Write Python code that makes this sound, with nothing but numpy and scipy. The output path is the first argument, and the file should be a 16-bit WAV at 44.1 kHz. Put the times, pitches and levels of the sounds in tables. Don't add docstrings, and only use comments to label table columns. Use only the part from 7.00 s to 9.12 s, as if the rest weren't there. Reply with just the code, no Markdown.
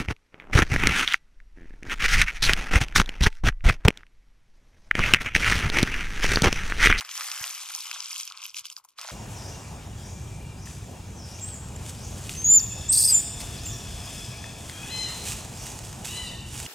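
import sys
import numpy as np
from scipy import signal
from scipy.fft import rfft, irfft
from scipy.io import wavfile

SR = 44100
rng = np.random.default_rng(int(sys.argv[2]) if len(sys.argv) > 2 else 0)


def gain_from_decibels(decibels):
    exponent = np.asarray(decibels, float) / 20
    return 10 ** exponent


def master_out(mix):
    frames = np.transpose(np.atleast_2d(mix))
    ceiling = np.clip(frames, -1, 1)
    pcm = np.round(ceiling * 32767).astype(np.int16)
    wavfile.write(sys.argv[1], SR, pcm)


N = 93403

# (time [s], level [dB], brightness [dB per octave])
TICK_STREAM = [(0.0, -54, 2), (0.01, -38.5, 2), (0.04, -57, -4), (0.049, -45, -1), (0.084, -47, -2.5),
               (0.15, -37, 0.7), (0.46, -36.5, 1.3), (0.67, -40, -1.5), (0.77, -36.5, 0), (0.91, -39, -3),
               (1.05, -39, -3.8), (1.192, -34.5, 0.5), (1.27, -44, -1.5), (1.341, -50, -9),
               (1.458, -38.5, -2.1), (1.54, -59.5, -2.5), (1.54, -48, 3), (1.56, -38.5, -2.5),
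               (1.57, -33, -0.5), (1.6, -37, -0.5), (1.631, -60.5, -10), (1.659, -35, 2.8),
               (1.68, -54.5, -1), (1.729, -45, 3.5), (1.75, -61, 2), (1.778, -44, 7), (1.83, -82, -2),
               (1.849, -46.5, 17), (1.87, -83, 0), (1.89, -58.5, 6), (1.955, -78.5, -9), (1.984, -46, -3.5),
               (2.12, -45.5, -1.5)]
# (time [s], level [dB])
KNOCK_STREAM = [(0.0, -38.5), (0.02, -42), (0.04, -49), (0.09, -45), (0.11, -53.5), (0.21, -37.5),
                (0.25, -43), (0.44, -40.5), (0.51, -46), (0.78, -49), (0.84, -57), (0.85, -45), (0.94, -45),
                (1.01, -44.5), (1.05, -61), (1.18, -46), (1.25, -58), (1.34, -52.5), (1.43, -50),
                (1.52, -70.5), (1.55, -60), (1.64, -69), (1.68, -79), (1.71, -51.5), (1.75, -71),
                (1.78, -55.5), (1.83, -69), (1.85, -55), (1.86, -67), (1.95, -78), (1.99, -69),
                (2.0, -45.5), (2.12, -50)]
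# (time of the crest [s], level [dB], favoured pitch [Hz])
SINGLE_TICKS = [(0.009, -15, 2740), (0.0493, -26.5, 5400), (0.0913, -23, 3380), (0.0934, -26, 2370),
                (0.1127, -21.5, 3230), (0.1152, -20, 6300), (0.1773, -14.5, 5920), (0.2092, -14, 2190),
                (0.3162, -14.5, 5460), (0.317, -18.5, 2900), (0.4415, -13, 2700), (0.5092, -18, 6700),
                (0.5508, -24.5, 5540), (0.6168, -27, 5750), (0.6888, -20, 7240), (0.75, -11.5, 6100),
                (0.8065, -18, 5350), (0.8958, -25.5, 3100), (0.9137, -13, 2500), (0.9299, -20, 3060),
                (0.9431, -20.5, 6800), (0.9854, -25, 5750), (1.005, -16.5, 5600), (1.0048, -19.5, 2930),
                (1.026, -23, 5000), (1.044, -24.5, 5990), (1.0587, -18.5, 5260), (1.1074, -22, 5700),
                (1.1301, -18, 5240), (1.1619, -16.5, 3200), (1.1924, -20.5, 6640), (1.2006, -15, 5400),
                (1.233, -17.5, 5760), (1.2769, -18, 5440), (1.277, -24, 3220), (1.3008, -27, 4530),
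                (1.3223, -22, 3580), (1.3746, -23.5, 4040), (1.4186, -27, 5260), (1.4288, -22, 2600),
                (1.4387, -19.5, 5870), (1.455, -17.5, 2740), (1.496, -26.5, 5100), (1.5043, -31, 5100),
                (1.545, -20, 2750), (1.5685, -19, 5740), (1.568, -17, 2720), (1.577, -22.5, 4230),
                (1.5945, -20, 6800), (1.6433, -33, 4700), (1.6483, -31, 3160), (1.655, -19, 4820),
                (1.6551, -19.5, 3200), (1.6665, -24.5, 4600), (1.685, -31.5, 4800), (1.7012, -22, 7200),
                (1.7006, -24.5, 3070), (1.7254, -26, 5070), (1.766, -18.5, 5070), (1.7773, -34, 4670),
                (1.7862, -35.5, 4670), (1.8491, -37, 6400), (1.8884, -33, 11700), (1.9864, -23.5, 4000),
                (1.994, -24.5, 4620), (2.0142, -18.5, 7950), (2.0733, -25, 4360), (2.0794, -22, 6800),
                (2.0875, -25, 4000), (2.0962, -25.5, 6100)]
# (time of the crest [s], level [dB], favoured pitch [Hz])
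SINGLE_KNOCKS = [(0.007, -38, 1680), (0.016, -27.5, 1180), (0.0238, -30, 860), (0.0485, -33.5, 1340),
                 (0.0925, -35, 1310), (0.154, -32.5, 1300), (0.2097, -27.5, 930), (0.7069, -30.5, 1420),
                 (0.7812, -34, 1110), (0.9134, -30, 1470), (0.9606, -29, 1430), (1.1038, -38, 1200),
                 (1.312, -29.5, 1300), (1.644, -45.5, 1010), (1.7669, -40.5, 1670), (1.7778, -41.5, 1050),
                 (1.7987, -47, 1010), (1.851, -42.5, 1000), (1.9893, -29, 1270), (2.03, -34, 1140),
                 (2.049, -34.5, 895), (2.0535, -41, 940), (2.074, -37, 850), (2.0888, -31.5, 1370),
                 (2.0875, -30.5, 755), (2.1, -33, 1040), (2.108, -33.5, 560)]
# (time of the crest [s], level [dB])
THUMPS = [(0.412, -37.5), (0.469, -57.5), (1.529, -71), (1.617, -60)]
# (frequency [Hz], relative level [dB])
TICK_COLOUR = [(1000, -20), (1300, -14), (1800, -15), (2300, -9), (3250, -7), (4100, -12), (5200, -5.5),
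               (6200, -4.5), (8000, -9), (10500, -10.5), (13000, -11), (15500, -32)]
# (frequency [Hz], relative level [dB])
KNOCK_COLOUR = [(450, -23), (700, -13), (950, -10.5), (1200, 3.5), (1500, -4), (2000, 6.5), (3000, -16.5)]
# (frequency [Hz], relative level [dB per Hz])
HISS_COLOUR = [(150, -11), (400, -9.5), (3000, -11.5), (6000, -19), (15500, -33)]
# (time [s], share [0 to 1])
HEAP = [(0.45, 0), (0.78, .6), (1.5, .8), (1.95, .9)]

TICKS_PER_S, KNOCKS_PER_S = 3500, 1500
TICK_CYCLES, KNOCK_CYCLES, RING_LEAST_S = 14, 11, .002
SIZE_SPREAD_DB = 3.6
OWN_PITCH_DB, OWN_WIDTH_OCT, PITCH_SCATTER_DB = 12, .22, 5.0
SINGLE_FAVOUR_DB, SINGLE_WIDTH_OCT, SINGLE_SCATTER_DB = 4, .14, 3.5
TICK_STREAM_DB, KNOCK_STREAM_DB, TICK_DB, KNOCK_DB = -4.5, -9.5, 4, 10.5
LAG_SAMPLES, LAG_SPREAD_SAMPLES, LAG_FROM_HZ = 1.714, 0.68, 1100
LEFT_DB, PAN_SPREAD_DB = 0.96, 2.5
THINNING = .5
AIR_HZ, AIR_FAVOUR_DB = 1060, 12
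DIP_HZ = [1450, 2350]
RUSH_S, RUSH_TILT_DB = 1.96, -9.5
BODY_CUT_HZ = 444
ROOM_DB, ROOM_T60_S = -16, .07
ROOM_SIDE, ROOM_SIDE_FROM_HZ = 0.73, 4800
HISS_DB = -81.5
RUMBLE_DB, RUMBLE_HZ, RUMBLE_LUMPS_DB = -106, 160, 5
THUMP_HZ, THUMP_T60_S = 102, 0.019
CUTOFF_HZ = 15650
OPPOSITE = np.array([[1], [-1]])


def rms_one(x):
    return x / np.sqrt(np.mean(x ** 2) + 1e-20)


def at_hz(points, hz):
    table_hz, table_db = np.transpose(points)
    return np.interp(np.log(hz), np.log(table_hz), table_db)


def cut(x, hz, kind, order):
    return signal.sosfilt(signal.butter(order, hz, kind, fs=SR, output="sos"), x)


def ring(blows, hz, t60):
    radius = gain_from_decibels(-60 / (t60 * SR))
    angle = 2 * np.pi * hz / SR
    poles = [1, -2 * radius * np.cos(angle), radius * radius]
    sos = [[1, 0.001, -1] + poles, [1, 0.027, -2.5] + poles]
    unit = signal.sosfilt(sos, np.arange(4000) == 0)
    return signal.sosfilt(sos, blows + 1e-18) / np.sqrt(np.sum(unit ** 2))


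def place(at, sizes):
    taps = np.floor(at).astype(int)[:, None] + np.arange(-5, 7)
    away = taps - at[:, None]
    shape = np.sinc(away) * np.cos(np.pi * away / 12) ** 2
    inside = np.clip(taps, 0, N).ravel()
    return np.bincount(inside, (shape * sizes[:, None]).ravel(), N + 1)[:N]


def clicks(s, db, own_hz, tilt_db, colour, cycles, extra_db, single_count, count):
    pitches = np.geomspace(colour[0][0], colour[-1][0], count)
    chance = rng.standard_normal((len(s), count + 2))
    sign = rng.choice([-1, 1], (len(s), count))
    lag = LAG_SAMPLES + LAG_SPREAD_SAMPLES * chance[:, -1]
    pan_db = LEFT_DB + PAN_SPREAD_DB * chance[:, -2]

    single = np.arange(len(s)) < single_count
    sign[single] = 1
    width_oct = np.where(single, SINGLE_WIDTH_OCT, OWN_WIDTH_OCT)[:, None]
    scatter_db = np.where(single, SINGLE_SCATTER_DB, PITCH_SCATTER_DB)[:, None]
    octaves_away = np.log2(pitches / own_hz[:, None])
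    nearness = np.exp(-.5 * (octaves_away / width_oct) ** 2)
    favour_db = (OWN_PITCH_DB + extra_db + SINGLE_FAVOUR_DB * single)[:, None] * nearness

    colour_db = at_hz(colour, pitches) + 10 * np.log10(pitches)
    slope_db = colour_db + np.outer(tilt_db, np.log2(pitches / 4000))
    shares = gain_from_decibels(slope_db + favour_db + scatter_db * chance[:, :count])
    sizes = sign * shares * (gain_from_decibels(db) / np.linalg.norm(shares, axis=1))[:, None]

    out = np.zeros((2, N))
    for k, hz in enumerate(pitches):
        t60 = max(cycles / hz, RING_LEAST_S)
        start = (s - t60 / np.log(1000)) * SR
        half_lag = .5 * lag / (1 + (LAG_FROM_HZ / hz) ** 4)
        left = place(start - half_lag, sizes[:, k] * gain_from_decibels(.5 * pan_db))
        right = place(start + half_lag, sizes[:, k] * gain_from_decibels(-.5 * pan_db))
        out += ring(np.array([left, right]), hz, t60)
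    return out


def shower(rate, low_hz, high_hz):
    when, size, pitch = rng.random((int(rate * N / SR), 3)).T
    size_db = -SIZE_SPREAD_DB * np.log(np.maximum(size, .02)) + 10 * np.log10(SR / rate)
    return when * N / SR, size_db, low_hz * (high_hz / low_hz) ** pitch


def fullness(s):
    return np.clip(np.interp(s, *np.transpose(HEAP)), 0, 1) * (s < RUSH_S)


def with_singles(singles, gain_db, stream):
    return np.hstack([np.transpose(singles) + [[0], [gain_db], [0]], stream])


def ticks():
    t, level_db, stream_tilt_db = np.transpose(TICK_STREAM)
    s, db, hz = shower(TICKS_PER_S, low_hz=2100, high_hz=13060)
    db = db + TICK_STREAM_DB + np.interp(s, t, level_db)
    kept = rng.random(len(s)) > THINNING * fullness(s)
    s, db, hz = with_singles(SINGLE_TICKS, TICK_DB, np.array([s, db, hz])[:, kept])
    in_stream = np.arange(len(s)) >= len(SINGLE_TICKS)
    tilt_db = np.interp(s, t, stream_tilt_db) * in_stream
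    return clicks(s, db, hz, tilt_db, TICK_COLOUR, TICK_CYCLES, 0, len(SINGLE_TICKS), count=36)


def knocks():
    s, db, hz = shower(KNOCKS_PER_S, low_hz=640, high_hz=1565)
    hz = hz * (AIR_HZ / hz) ** fullness(s)
    db = db + KNOCK_STREAM_DB + np.interp(s, *np.transpose(KNOCK_STREAM))
    s, db, hz = with_singles(SINGLE_KNOCKS, KNOCK_DB, [s, db, hz])
    tilt_db = RUSH_TILT_DB * (s > RUSH_S)
    extra_db = AIR_FAVOUR_DB * fullness(s)
    return clicks(s, db, hz, tilt_db, KNOCK_COLOUR, KNOCK_CYCLES, extra_db, len(SINGLE_KNOCKS), count=16)


def room(x):
    t = np.arange(int(ROOM_T60_S * SR)) / SR
    fade = gain_from_decibels(-60 * t / ROOM_T60_S) * (t > .001)
    mid, side = rng.standard_normal((2, len(t))) * fade
    spray = mid + ROOM_SIDE * cut(side, ROOM_SIDE_FROM_HZ, "high", order=2) * OPPOSITE
    spray = rms_one(spray) / np.sqrt(len(t))
    return gain_from_decibels(ROOM_DB) * signal.fftconvolve(x, spray, axes=1)[:, :N]


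def background():
    white = rng.standard_normal((4, N))
    pair = white[0] + 0.47 * white[1] * OPPOSITE
    hz = np.maximum(np.arange(N // 2 + 1) * SR / N, 10)
    hiss = rms_one(irfft(rfft(pair) * gain_from_decibels(at_hz(HISS_COLOUR, hz)), N))
    lumps = gain_from_decibels(RUMBLE_LUMPS_DB * rms_one(cut(white[2], 4.9, "low", order=2)))
    low_pair = white[3] + 0.27 * white[1] * OPPOSITE
    rumble = rms_one(cut(low_pair, [60, RUMBLE_HZ], "band", order=2))
    return gain_from_decibels(HISS_DB) * hiss + gain_from_decibels(RUMBLE_DB) * lumps * rumble


def thumps():
    s, db = np.transpose(THUMPS)
    start = (s - THUMP_T60_S / np.log(1000)) * SR
    return 5.5 * ring(place(start, gain_from_decibels(db)), THUMP_HZ, THUMP_T60_S) * gain_from_decibels(OPPOSITE)


def scene():
    beads = cut(ticks() + knocks(), BODY_CUT_HZ, "high", order=4)
    dip = cut(beads, DIP_HZ, "band", order=1)
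    beads = beads - fullness(np.arange(N) / SR) * dip
    return beads + room(beads) + thumps() + background()


def top_cut(x):
    return signal.sosfilt(signal.butter(12, 16470, fs=SR, output="sos"), x)


def record(dry):
    mix = cut(dry, CUTOFF_HZ, "low", order=30)
    return top_cut(mix)


dry = scene()
out = record(dry)
master_out(out)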